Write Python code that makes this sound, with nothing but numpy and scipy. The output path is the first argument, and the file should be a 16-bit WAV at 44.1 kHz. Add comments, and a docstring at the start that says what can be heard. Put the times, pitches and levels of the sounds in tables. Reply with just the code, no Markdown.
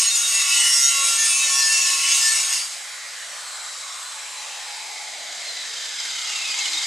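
"""An angle grinder bites into steel in a workshop with block walls. The disc scrapes once a turn, and its
harmonics (whole multiples of its speed) shriek in turn as the sagging speed slides them over the steel's
own notes. At 2.6 s it is lifted off and the steel rings out. Switched off, it coasts: fan air and gear
whine sink in pitch while the slack gears knock and rattle ever louder. Last, the worker shifts his grip."""
import sys
import numpy as np
from scipy import signal
from scipy.fft import rfft, irfft
from scipy.io import wavfile
from scipy.ndimage import map_coordinates

SR = 44100
rng = np.random.default_rng(int(sys.argv[2]) if len(sys.argv) > 2 else 0)


def transcribe(u):
    """Save the signal u as a 16-bit wav file named by the first command-line argument.

    u: samples, shape (n,) or (channels, n), limited to [-1, 1]; the rate is SR.
    q: integer samples, one column per channel.
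    """
    v = np.clip(np.atleast_2d(u).T, -1, 1)
    q = np.round(v * 32767).astype(np.int16)
    wavfile.write(sys.argv[1], SR, q)


N = 302526
TIME = np.arange(N) / SR
LIFT_S, OFF_S = 2.587, 2.765  # the disc leaves the steel; the motor is switched off
TOUCHING, SINCE_LIFT = TIME < LIFT_S, np.maximum(TIME - LIFT_S, 0)


def amp(db):
    """Turns decibels into a gain."""
    return 10 ** (np.asarray(db) / 20)


def unit(x):
    """Scales a signal to an average power of 1."""
    return x / np.sqrt(np.mean(x ** 2) + 1e-20)


def curve(rows, column=1):
    """One column of a table, joined by straight lines in time."""
    rows = np.asarray(rows)
    return np.interp(TIME, rows[:, 0], rows[:, column])


def level_at(points, hz):
    """Looks up the level at a pitch, between the rows of a table."""
    pitches, levels = np.transpose(points)
    return np.interp(np.log(hz + 1), np.log(pitches), levels)


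def colour(x, points, bumps=()):
    """Makes some pitches louder and others softer: a broad outline with narrow bumps on top."""
    hz = np.fft.rfftfreq(N, 1 / SR)
    bumps_db = sum(db / (1 + (2 * (hz - pitch) / width) ** 2) for pitch, width, db in bumps)
    return irfft(rfft(x) * amp(level_at(points, hz) + bumps_db), N)


def drift(rate_hz):
    """A smooth random wobble, about 1 in size."""
    coarse = np.arange(0, N + 48, 48)
    smooth = map_coordinates(rng.standard_normal(len(coarse)), [coarse / SR * rate_hz * 2], mode="wrap")
    return unit(np.interp(np.arange(N), coarse, smooth))


def resonate(x, hz, t60):
    """Rings at one pitch when pushed; t60 is the seconds it takes to fade by 60 dB."""
    r = amp(-60 / (t60 * SR))
    return signal.lfilter([1, 0, -1], [1, -2 * r * np.cos(2 * np.pi * hz / SR), r * r], x)


def room(x, t60, wet):
    """Dense echoes from the block walls; wet is their share of the power."""
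    t = np.arange(SR // 2) / SR
    tail = rng.standard_normal(len(t)) * amp(-60 * t / t60) * (t > .004)
    return np.sqrt(1 - wet) * x + np.sqrt(wet) * signal.oaconvolve(x, tail / np.linalg.norm(tail))[:N]


def wander(x, depth_db=1.8, span_hz=200, span_s=0.07):
    """Random patches of the sound, high and low, brighten and dull."""
    hz, t, spectrum = signal.stft(x, SR, nperseg=1024, noverlap=768)
    field = rng.uniform(-1, 1, (256, 256))
    grid = np.meshgrid(hz / span_hz, t / span_s, indexing="ij")
    patches = unit(map_coordinates(field, grid, order=1, mode="wrap"))
    return signal.istft(spectrum * amp(depth_db * patches), SR, nperseg=1024, noverlap=768)[1][:N]


def swell(peak_s, length_s):
    """The samples around peak_s, and a gain that builds up and dies away over them."""
    near = np.flatnonzero(abs(TIME - peak_s) < 3 * length_s)
    return near, 1 / np.cosh(2.2 * (TIME[near] - peak_s) / length_s)


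# How fast the disc spins while it grinds: time_s, turns_per_s
LOADED_SPEED = [(0.0, 141.0), (0.13, 141.9), (0.42, 141.3), (0.53, 140.2), (0.62, 139.9), (0.97, 137.9),
                (1.29, 137.0), (1.45, 137.6), (1.72, 135.8), (1.86, 135.3), (2.1, 137.3), (2.26, 136.4),
                (2.45, 134.8), (2.58, 135.4)]

def disc_speed(drag_s=4.78, friction_per_s=11.76):
    """Turns per second: the load sags the speed; after switch-off, drag and friction run it down."""
    friction = friction_per_s * drag_s
    return (curve(LOADED_SPEED) + friction) * np.exp(-np.maximum(TIME - OFF_S, 0) / drag_s) - friction


# The high hiss and the low bark of the scrape: time_s, level_db
HISS = [(0.0, -12), (0.08, -25.5), (0.11, -22.5), (0.16, -21), (0.25, -20.5), (0.85, -19.5), (0.95, -22),
        (1.31, -20), (1.39, -22), (1.57, -21), (1.85, -21.5), (2.04, -21.5), (2.12, -20), (2.58, -23.5)]
BARK = [(0.0, -23.5), (0.19, -32.5), (0.58, -24), (0.8, -38), (0.91, -32), (1.29, -27.5), (1.32, -30),
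        (1.59, -29), (1.78, -27), (1.9, -26.5), (2.13, -25.5), (2.58, -29.5)]
# How the disc meets the steel: time_s, growl_db, repeating_share (of the scrape, 0 to 1)
CONTACT = [(0, -68.5, 0.73), (.45, -69, 0.32), (.75, -82, 0.82), (1, -56, 0.3), (1.35, -66, 0.85),
           (1.65, -62, 0.7), (1.95, -67.5, 0.26), (2.3, -71, 0.65), (2.6, -69, 0.03)]
# The tone of the scrape: pitch_hz, level_db
SCRAPE_TONE = [(100, -41), (330, -47), (490, -65), (570, -50), (750, -27), (1200, -15.5), (1600, -12.5),
               (2000, -5), (3300, -7), (5000, 4.5), (6700, 2.5), (8500, 2.5), (9700, -2.5), (11500, -5.5),
               (15000, -22.5)]
# Pitches that the disc and its guard boost or swallow: pitch_hz, width_hz, boost_db
DISC_BUMPS = [(1650, 200, -29), (2425, 120, -9.5), (2740, 190, 6.5), (3330, 110, -10), (4340, 110, 1.5),
              (4810, 110, -6), (4840, 170, 4.5), (5430, 110, 3.5), (5820, 80, 6.5), (6635, 620, 9),
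              (8150, 740, 8), (8450, 250, -4), (9310, 970, 6.5), (9810, 92, 3)]

def scrape(turns, wear_s=0.1169, split_hz=3800):
    """Grit tears at the steel; the same rough rim returns each turn while wear slowly renews it."""
    harmonics = np.exp(2j * np.pi * rng.random((256, 160)))  # all equally strong
    patterns = unit(irfft(harmonics, 2560, axis=1))  # each row is once round the rim
    place = (turns % 1 * patterns.shape[1]).astype(int)
    age = TIME / wear_s
    step, blend = age.astype(int), np.pi / 2 * (age % 1)
    rim = np.cos(blend) * patterns[step, place] + np.sin(blend) * patterns[step + 1, place]
    repeating = curve(CONTACT, column=2)
    grit = np.sqrt(repeating) * rim + np.sqrt(1 - repeating) * rng.standard_normal(N)
    grit *= (1 + 0.1 * np.cos(2 * np.pi * turns)) * amp(1.8 * drift(45) + 0.2 * drift(6.25))
    grit = wander(room(grit, t60=0.24, wet=0.7))  # the point of contact wanders
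    grit = colour(grit, SCRAPE_TONE, DISC_BUMPS)
    low = signal.sosfiltfilt(signal.butter(3, split_hz, fs=SR, output="sos"), grit)
    hiss = amp(curve(HISS) - 1.35) * unit(grit - low)
    bark = amp(curve(BARK) - 1.6) * unit(low)
    last_bite_db = 2 * np.exp(-((TIME - 2.54) / 0.022) ** 2)
    return (hiss + bark) * amp(last_bite_db - 60 * SINCE_LIFT / 0.61)


# The notes at which the steel and its clamp ring: pitch_hz, level_db, fade_s
STEEL_NOTES = [(1099, -49, .35), (1386, -48.5, .22), (1770, -48.5, 1.2), (2600, -43, .25), (2695, -41, .18),
               (2942, -44, .45), (3305, -47, .4), (3420, -46, .35), (3752, -42, .28), (4200, -47, .15),
               (4690, -43.5, 1.0), (5042, -43, .35), (5572, -44, .4), (6446, -41, .4), (6530, -40, .45),
               (6660, -37, .17), (7079, -43, .3), (7628, -45, .3), (8266, -41, .35), (8642, -41, .6),
               (9743, -42, .4)]

def steel_ring(push):
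    """The grit's random pushes keep all the steel's notes ringing."""
    out, force = np.zeros(N), push * rng.standard_normal(N)
    for hz, db, t60 in STEEL_NOTES:
        note = resonate(force, hz, t60)
        out += amp(db) * note / note[TOUCHING].std()
    return amp(-1) * out


# The low tones of the growl: speed_multiple, relative_db
GROWL_TONES = [(1, -24), (2, -3), (3, -3), (4, 8.5), (6, 7), (8, 17.5), (10, 6)]

def growl(turns):
    """The harder the disc is pressed, the more it growls."""
    tones = sum(amp(db + 0.5 * drift(5.5)) * np.sin(2 * np.pi * k * turns) for k, db in GROWL_TONES)
    return tones * amp(curve(CONTACT) - 220 * SINCE_LIFT)


# How hard the disc's harmonics drive a note that they meet: pitch_hz, boost_db
SHRIEK_DRIVE = [(1100, -9), (1400, 4), (1800, 10.5), (2700, -0.5), (3400, 8), (3750, 0), (4200, 1),
                (5200, 14), (6600, 3), (9700, 6.5)]

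def shrieks(speed, turns, push, damping_hz=7, slip_turns=0.005):
    """A note of the steel shrieks when a harmonic slides onto it; the roaming contact damps it."""
    out, loaded, span = np.zeros(N), speed[TIME < OFF_S], TIME < OFF_S + .5
    angle = 2 * np.pi * (turns + slip_turns * drift(30))[span]
    roam, flutter = amp(5 * drift(7.1))[span], amp(0.5 * drift(60))[span]
    for hz, db, t60 in STEEL_NOTES:
        multiples = range(round(hz / loaded.max()), round(hz / loaded.min()) + 1)
        shift, phase = rng.integers(N), 2 * np.pi * rng.random()
        force = push[span] * np.roll(roam, shift) * sum(np.sin(k * (angle + phase)) for k in multiples)
        width_hz = np.log(1000) / (np.pi * t60) + damping_hz
        note = np.pi * width_hz / SR * resonate(force, hz, t60=np.log(1000) / (np.pi * width_hz))
        out[span] += np.sqrt(2) * amp(db + level_at(SHRIEK_DRIVE, hz)) * np.roll(flutter, shift) * note
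    return out


# Rough squeals of the rim on the steel: peak_s, length_s, pitch_hz, level_db
CHATTERS = [(0.043, 0.085, 2956, -35), (.05, 0.074, 8620, -24.5), (0.08, 0.065, 4230, -29),
            (0.074, .03, 6660, -19.5), (0.094, .04, 2700, -36), (0.134, 0.078, 3730, -29.5),
            (0.192, 0.069, 6590, -24.5), (0.253, 0.053, 3750, -31), (.45, 0.22, 3740, -33),
            (0.517, 0.16, 2640, -28), (0.575, .025, 3770, -33), (0.626, 0.041, 8310, -22.5),
            (.86, 0.083, 6650, -22.5), (1.09, 0.029, 6660, -29), (1.161, 0.028, 8260, -23.5),
            (1.24, 0.049, 6720, -30), (1.28, 0.022, 5050, -25), (1.445, 0.059, 3790, -30.5),
            (1.627, 0.057, 4220, -30), (1.805, 0.13, 6680, -22), (1.826, 0.066, 2650, -31.5),
            (1.85, 0.16, 5610, -27), (1.856, .06, 5000, -31), (2.026, 0.36, 2950, -36),
            (2.105, 0.027, 5050, -25.5), (2.134, 0.1, 6560, -24), (2.18, 0.047, 3770, -30),
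            (2.3, 0.073, 8400, -24.5), (2.37, 0.03, 8010, -22.5), (2.46, 0.026, 3740, -27),
            (2.453, 0.037, 6610, -29), (2.537, 0.032, 6630, -27), (2.593, 0.099, 4740, -34)]

def chatter(turns, uneven_db=3, slip_turns=0.013):
    """The rim hammers the steel once a turn, unevenly, so that one note stutters."""
    out = np.zeros(N)
    strikes = np.diff(np.floor(turns + slip_turns * drift(60)), prepend=0) * amp(uneven_db * drift(70))
    for peak_s, length_s, hz, db in CHATTERS:
        near, shape = swell(peak_s, length_s)
        out[near] += amp(db) * shape * unit(resonate(strikes[near], hz, t60=0.15))
    return out


# Clean tones that swell and fade, loud shrieks and one faint low growl:
# peak_s, length_s, speed_multiple, level_db
CATCHES = [(0.154, 0.024, 50, -20.5), (0.387, 0.065, 19, -25.5), (.47, 0.11, 8, -39),
           (0.576, 0.11, 21, -26), (.66, 0.088, 21, -22.5), (0.664, 0.36, 14, -35.5),
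           (0.673, 0.21, 13, -37), (0.743, 0.065, 40, -22), (0.786, 0.07, 36, -30), (.8, 0.28, 15, -36.5),
           (0.83, 0.035, 47, -23), (.85, 0.035, 27, -27), (.85, 0.1, 41, -24.5), (0.857, 0.08, 48, -29),
           (.91, 0.056, 22, -32), (0.96, 0.12, 20, -28), (1.004, 0.08, 8, -32), (1.006, 0.16, 28, -29.5),
           (1.07, 0.13, 10, -35), (1.217, 0.045, 47, -21.5), (1.234, 0.088, 13, -29.5),
           (1.287, 0.28, 71, -30.5), (1.307, 0.076, 63, -20.5), (1.342, 0.053, 19, -24.5),
           (1.394, 0.16, 8, -35.5), (1.422, 0.04, 19, -25.5), (1.507, .08, 19, -31.5),
           (1.524, 0.043, 71, -24), (1.54, 0.12, 8, -34.5), (1.57, 0.15, 41, -25), (1.594, .035, 42, -24.5),
           (1.657, 0.11, 37, -23.5), (1.672, 0.17, 13, -29.5), (0.54, 0.47, 10, -43.5),
           (1.766, 0.074, 20, -24), (1.95, 0.42, 3, -60.5), (1.963, 0.19, 8, -38.5),
           (2.034, 0.25, 19, -28.5), (2.193, .025, 47, -28), (2.245, 0.037, 56, -25),
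           (2.25, 0.045, 37, -21), (2.273, 0.062, 13, -25)]

def catches(turns, waver_db=1.5, slip_turns=0.001):
    """The disc catches and one harmonic swells and fades; its jitter blurs the high ones most."""
    out, flutter, wobble = np.zeros(N), waver_db * drift(45), slip_turns * drift(30)
    for peak_s, length_s, multiple, db in CATCHES:
        near, shape = swell(peak_s, length_s)
        elsewhere = (near + rng.integers(N)) % N  # each tone wavers in its own way
        cycles = multiple * (turns[near] + wobble[elsewhere]) + rng.random()
        out[near] += np.sqrt(2) * amp(db + flutter[elsewhere]) * shape * np.sin(2 * np.pi * cycles)
    return out


def last_ring(rise_s=.008, sustain=1.6):
    """The rim snags the edge as it leaves; freed of the disc, the steel rings longer."""
    out = np.zeros(N)
    for hz, db, t60 in STEEL_NOTES:
        fade = amp(db - 60 * SINCE_LIFT / (sustain * t60)) * np.sqrt(t60)
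        out += fade * np.sin(2 * np.pi * (hz * SINCE_LIFT + rng.random()))
    return amp(1) * (1 - np.exp(-(SINCE_LIFT / rise_s) ** 2)) * out


# The tone of the fan air: pitch_hz, level_db
AIR_TONE = [(100, -29), (330, -35.5), (560, -3), (1000, 0.5), (1800, 4.5), (2900, 1), (4500, 3), (6000, 3),
            (7800, 4.5), (9200, -1), (10500, -7), (15000, -26.5)]
# Pitches that the gear head and the vents, with the guard, bring out: pitch_hz, width_hz, boost_db
HEAD_BUMPS = [(224, 20, 6), (840, 170, 5.5), (2120, 260, 9.5), (3170, 220, 5.5), (3685, 40, 7.5),
              (3900, 600, 4.5), (4770, 180, 4), (4940, 230, 5.5), (6460, 370, 4), (7470, 67, 6),
              (9700, 300, -0.5)]
VENT_BUMPS = [(517, 88, 1.5), (740, 33, 2), (855, 29, 1), (960, 80, -2.5), (1100, 160, 1), (1360, 200, 1),
              (4000, 250, 4)]
# Air rings the head less than blows do.
HOUSING_BUMPS = [(hz, width, 0.25 * db) for hz, width, db in HEAD_BUMPS] + VENT_BUMPS

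def fan_air():
    """The fan blows rushing air past the gear head and vents."""
    rush = room(rng.standard_normal(N), t60=0.16, wet=0.19)
    rush = wander(rush, depth_db=1.5, span_hz=238.4, span_s=.14)
    return unit(colour(rush, AIR_TONE, HOUSING_BUMPS))


# Fuzzy whirrs of fan and gears: peak_s, length_s, speed_multiple, width_hz, level_db
WHIRRS = [(3.048, 0.56, 15.8, 400, -47.5), (3.5, 0.61, 13.3, 403, -54), (4.043, 0.75, 12, 380.4, -50),
          (4.598, 0.54, 11.5, 239, -53.5), (5.107, 1, 12, 339.5, -48.5), (3.6, 0.82, 39, 323, -48.5),
          (3.6, .4, 74, 1505, -42), (4.203, 0.54, 90, 2004, -42), (4.917, 1, 34, 610, -46.5),
          (5.87, 1, 38, 390, -47.5), (4.8, 0.98, 70, 602, -49), (5.1, 0.98, 6, 260.5, -58.5)]

def whirrs(turns):
    """Swirling air and gear teeth make narrow bands of noise that sink with the speed."""
    out = np.zeros(N)
    for peak_s, length_s, multiple, width_hz, db in WHIRRS:
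        angle = 2 * np.pi * multiple * turns
        band = drift(width_hz / 2) * np.cos(angle) + drift(width_hz / 2) * np.sin(angle)
        out += amp(db) * np.exp(-2 * ((TIME - peak_s) / length_s) ** 2) * band
    return colour(room(out, t60=0.26, wet=0.29), [(400, -6.5), (750, 2.5), (9000, 0)], HOUSING_BUMPS)


# The whine of the gears: time_s, main_tone_db, octave_db
WHINE = [(3.4, -68, -63), (3.8, -48, -61), (4.2, -60, -61), (4.9, -61, -53.5), (5.36, -54, -50),
         (5.47, -51, -39.5), (5.54, -52, -42), (5.6, -53, -34), (5.68, -54, -48), (6.22, -55, -49),
         (6.32, -57, -37), (6.5, -60, -36), (6.6, -64, -48)]

def gear_whine(turns, big_gear_teeth=40, motor_teeth=12):
    """Meeting teeth sing a tone and its octave; the motor's spin adds a weak tone on either side."""
    def tone(multiple):
        """One wavering multiple of the disc speed."""
        level = np.sqrt(2) * amp(3 * drift(40))
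        return level * np.sin(2 * np.pi * multiple * (turns + 0.003 * drift(30)))
    out, motor_ratio = np.zeros(N), big_gear_teeth / motor_teeth
    for k in (1, 2):
        side_tones = tone(k * (big_gear_teeth - motor_ratio)) + tone(k * (big_gear_teeth + motor_ratio))
        out += amp(curve(WHINE, column=k)) * (tone(k * big_gear_teeth) + amp(-11) * side_tones)
    return out


# The tone of loose teeth striking: pitch_hz, level_db
RATTLE_TONE = [(100, -32), (400, -15), (800, -5.5), (1600, -1.5), (2600, 0), (3500, 3), (5500, 3.5),
               (7600, 5), (9000, -3.5), (11500, -13.5), (15000, -35)]
# Single hard knocks: start_s, clack_db, ring_pitch_hz, ring_db
KNOCKS = [(3.475, -19, 7500, -31), (3.541, -32, 7340, -27), (5.767, -18, 3170, -24),
          (5.853, -13, 4820, -23), (5.998, -9.5, 4920, -18), (6.028, -20, 3200, -28), (6.05, -9, 4920, -26),
          (6.102, -11, 3660, -22), (6.156, -15, 3120, -22.5), (6.183, -17, 3700, -23.5),
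          (6.244, -14, 3220, -27), (6.272, -22, 4800, -23), (6.294, -23, 5150, -26),
          (6.356, -10, 3740, -19.5), (6.415, -14, 3990, -22), (6.452, -12, 3700, -19),
          (6.508, -14, 4890, -16.5), (6.518, -17, 3000, -24), (6.54, -14, 2150, -31),
          (6.586, -9, 6550, -14.5), (6.589, -22, 2670, -20), (6.603, -28, 2160, -21),
          (6.622, -14, 2136, -25), (6.654, -3.5, 2980, -17), (6.678, -18, 4160, -18),
          (6.729, -6.5, 4180, -17.5), (6.771, -16, 3750, -13), (6.783, -25, 3780, -23),
          (6.841, -18, 4760, -20)]

def knocks(rise_s=0.0065, decay_s=0.0057, ring_rise_s=0.003, ring_t60=0.058):
    """The slack gears clack, and each clack leaves a metal part ringing briefly."""
    clacks, rings = np.zeros(N), np.zeros(N)
    for start_s, clack_db, hz, ring_db in KNOCKS:
        t = np.maximum(TIME - start_s, 0)
        clacks += amp(clack_db) * (1 - np.exp(-t / rise_s)) * np.exp(-t / decay_s)
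        ring_level = (1 - np.exp(-t / ring_rise_s)) * amp(ring_db - 60 * t / ring_t60)
        rings += ring_level * np.sin(2 * np.pi * hz * t)
    return amp(-7) * clacks * unit(colour(rng.standard_normal(N), RATTLE_TONE, HEAD_BUMPS)) + rings


def gear_rattle(turns, pings_per_note_s=9):
    """Loose teeth strike in uneven bursts, hardest once a turn, and ping the gear head's many notes."""
    bursts = rng.standard_normal(N) * amp(0.84 * drift(40) + 0.25 * drift(510))
    pings = np.zeros(N)
    for hz in np.geomspace(2100, 6000, 40):
        blows = np.zeros(N)
        when, size, chance = rng.random((3, 200))
        blows[(when * N).astype(int)] = size * (chance < pings_per_note_s * N / SR / len(when))
        pings += resonate(blows, hz * rng.uniform(0.91, 1.02), t60=0.057)
    teeth = (bursts + amp(-12) * unit(pings)) * (1 + 0.14 * np.cos(2 * np.pi * turns))
    return unit(colour(room(teeth, t60=0.81, wet=0.36), RATTLE_TONE, HEAD_BUMPS))


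def air_to_rattle(speed, turns, tight_speed=80, loose_speed=60):
    """Below tight_speed, fan air gives way to rattle; below loose_speed, the sound grows louder."""
    slack = np.clip((tight_speed - speed) / 38, 0, 1)
    level = amp(-34.5 + 0.2649 * np.maximum(loose_speed - speed, 0))
    return level * (np.sqrt(1 - slack) * fan_air() + np.sqrt(slack) * gear_rattle(turns))


def grip_bump(peak_s=6.74, length_s=0.11):
    """A soft, low bump as the worker shifts his grip."""
    tone = [(40, -20), (130, 2), (330, -6), (480, -21), (1500, -50)]
    thud = unit(colour(rng.standard_normal(N), tone, bumps=[(330, 46, 27)]))
    return amp(-57) * np.exp(-2 * ((TIME - peak_s) / length_s) ** 2) * thud


# The tone of the room's faint, steady noise: pitch_hz, level_db
ROOM_TONE = [(20, -4), (60, 0), (150, 0.5), (300, 4), (700, 12), (3000, -37), (15000, -41)]
# How loud the sides are next to the middle: pitch_hz, side_db
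ROOM_WIDTH = [(50, -5), (300, -4), (700, -9), (2500, -9), (5500, -10.5), (9000, -25.5), (10500, -32),
              (12000, -58)]

def scene():
    """The grinder is straight ahead; the walls spread its sound to the sides."""
    speed = disc_speed()
    turns = np.cumsum(speed) / SR
    bite = amp(curve(HISS))
    push = bite / bite[TOUCHING].mean() * amp(-400 * SINCE_LIFT)  # the disc's force on the steel
    mid = scrape(turns) + steel_ring(push) + growl(turns) + shrieks(speed, turns, push)
    mid += catches(turns) + chatter(turns) + last_ring()
    mid += air_to_rattle(speed, turns) + whirrs(turns) + gear_whine(turns) + knocks() + grip_bump()
    mid += amp(-63.5) * unit(colour(rng.standard_normal(N), ROOM_TONE))
    side = colour(room(mid, t60=0.22, wet=1), ROOM_WIDTH)
    return np.array([mid + side, mid - side])


def record(dry):
    """Cuts away the very highest treble."""
    low_pass = signal.firwin(511, 15350, window=("kaiser", 9), fs=SR)
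    return signal.oaconvolve(dry, low_pass[None], "same")


dry = scene()
out = record(dry)
transcribe(out)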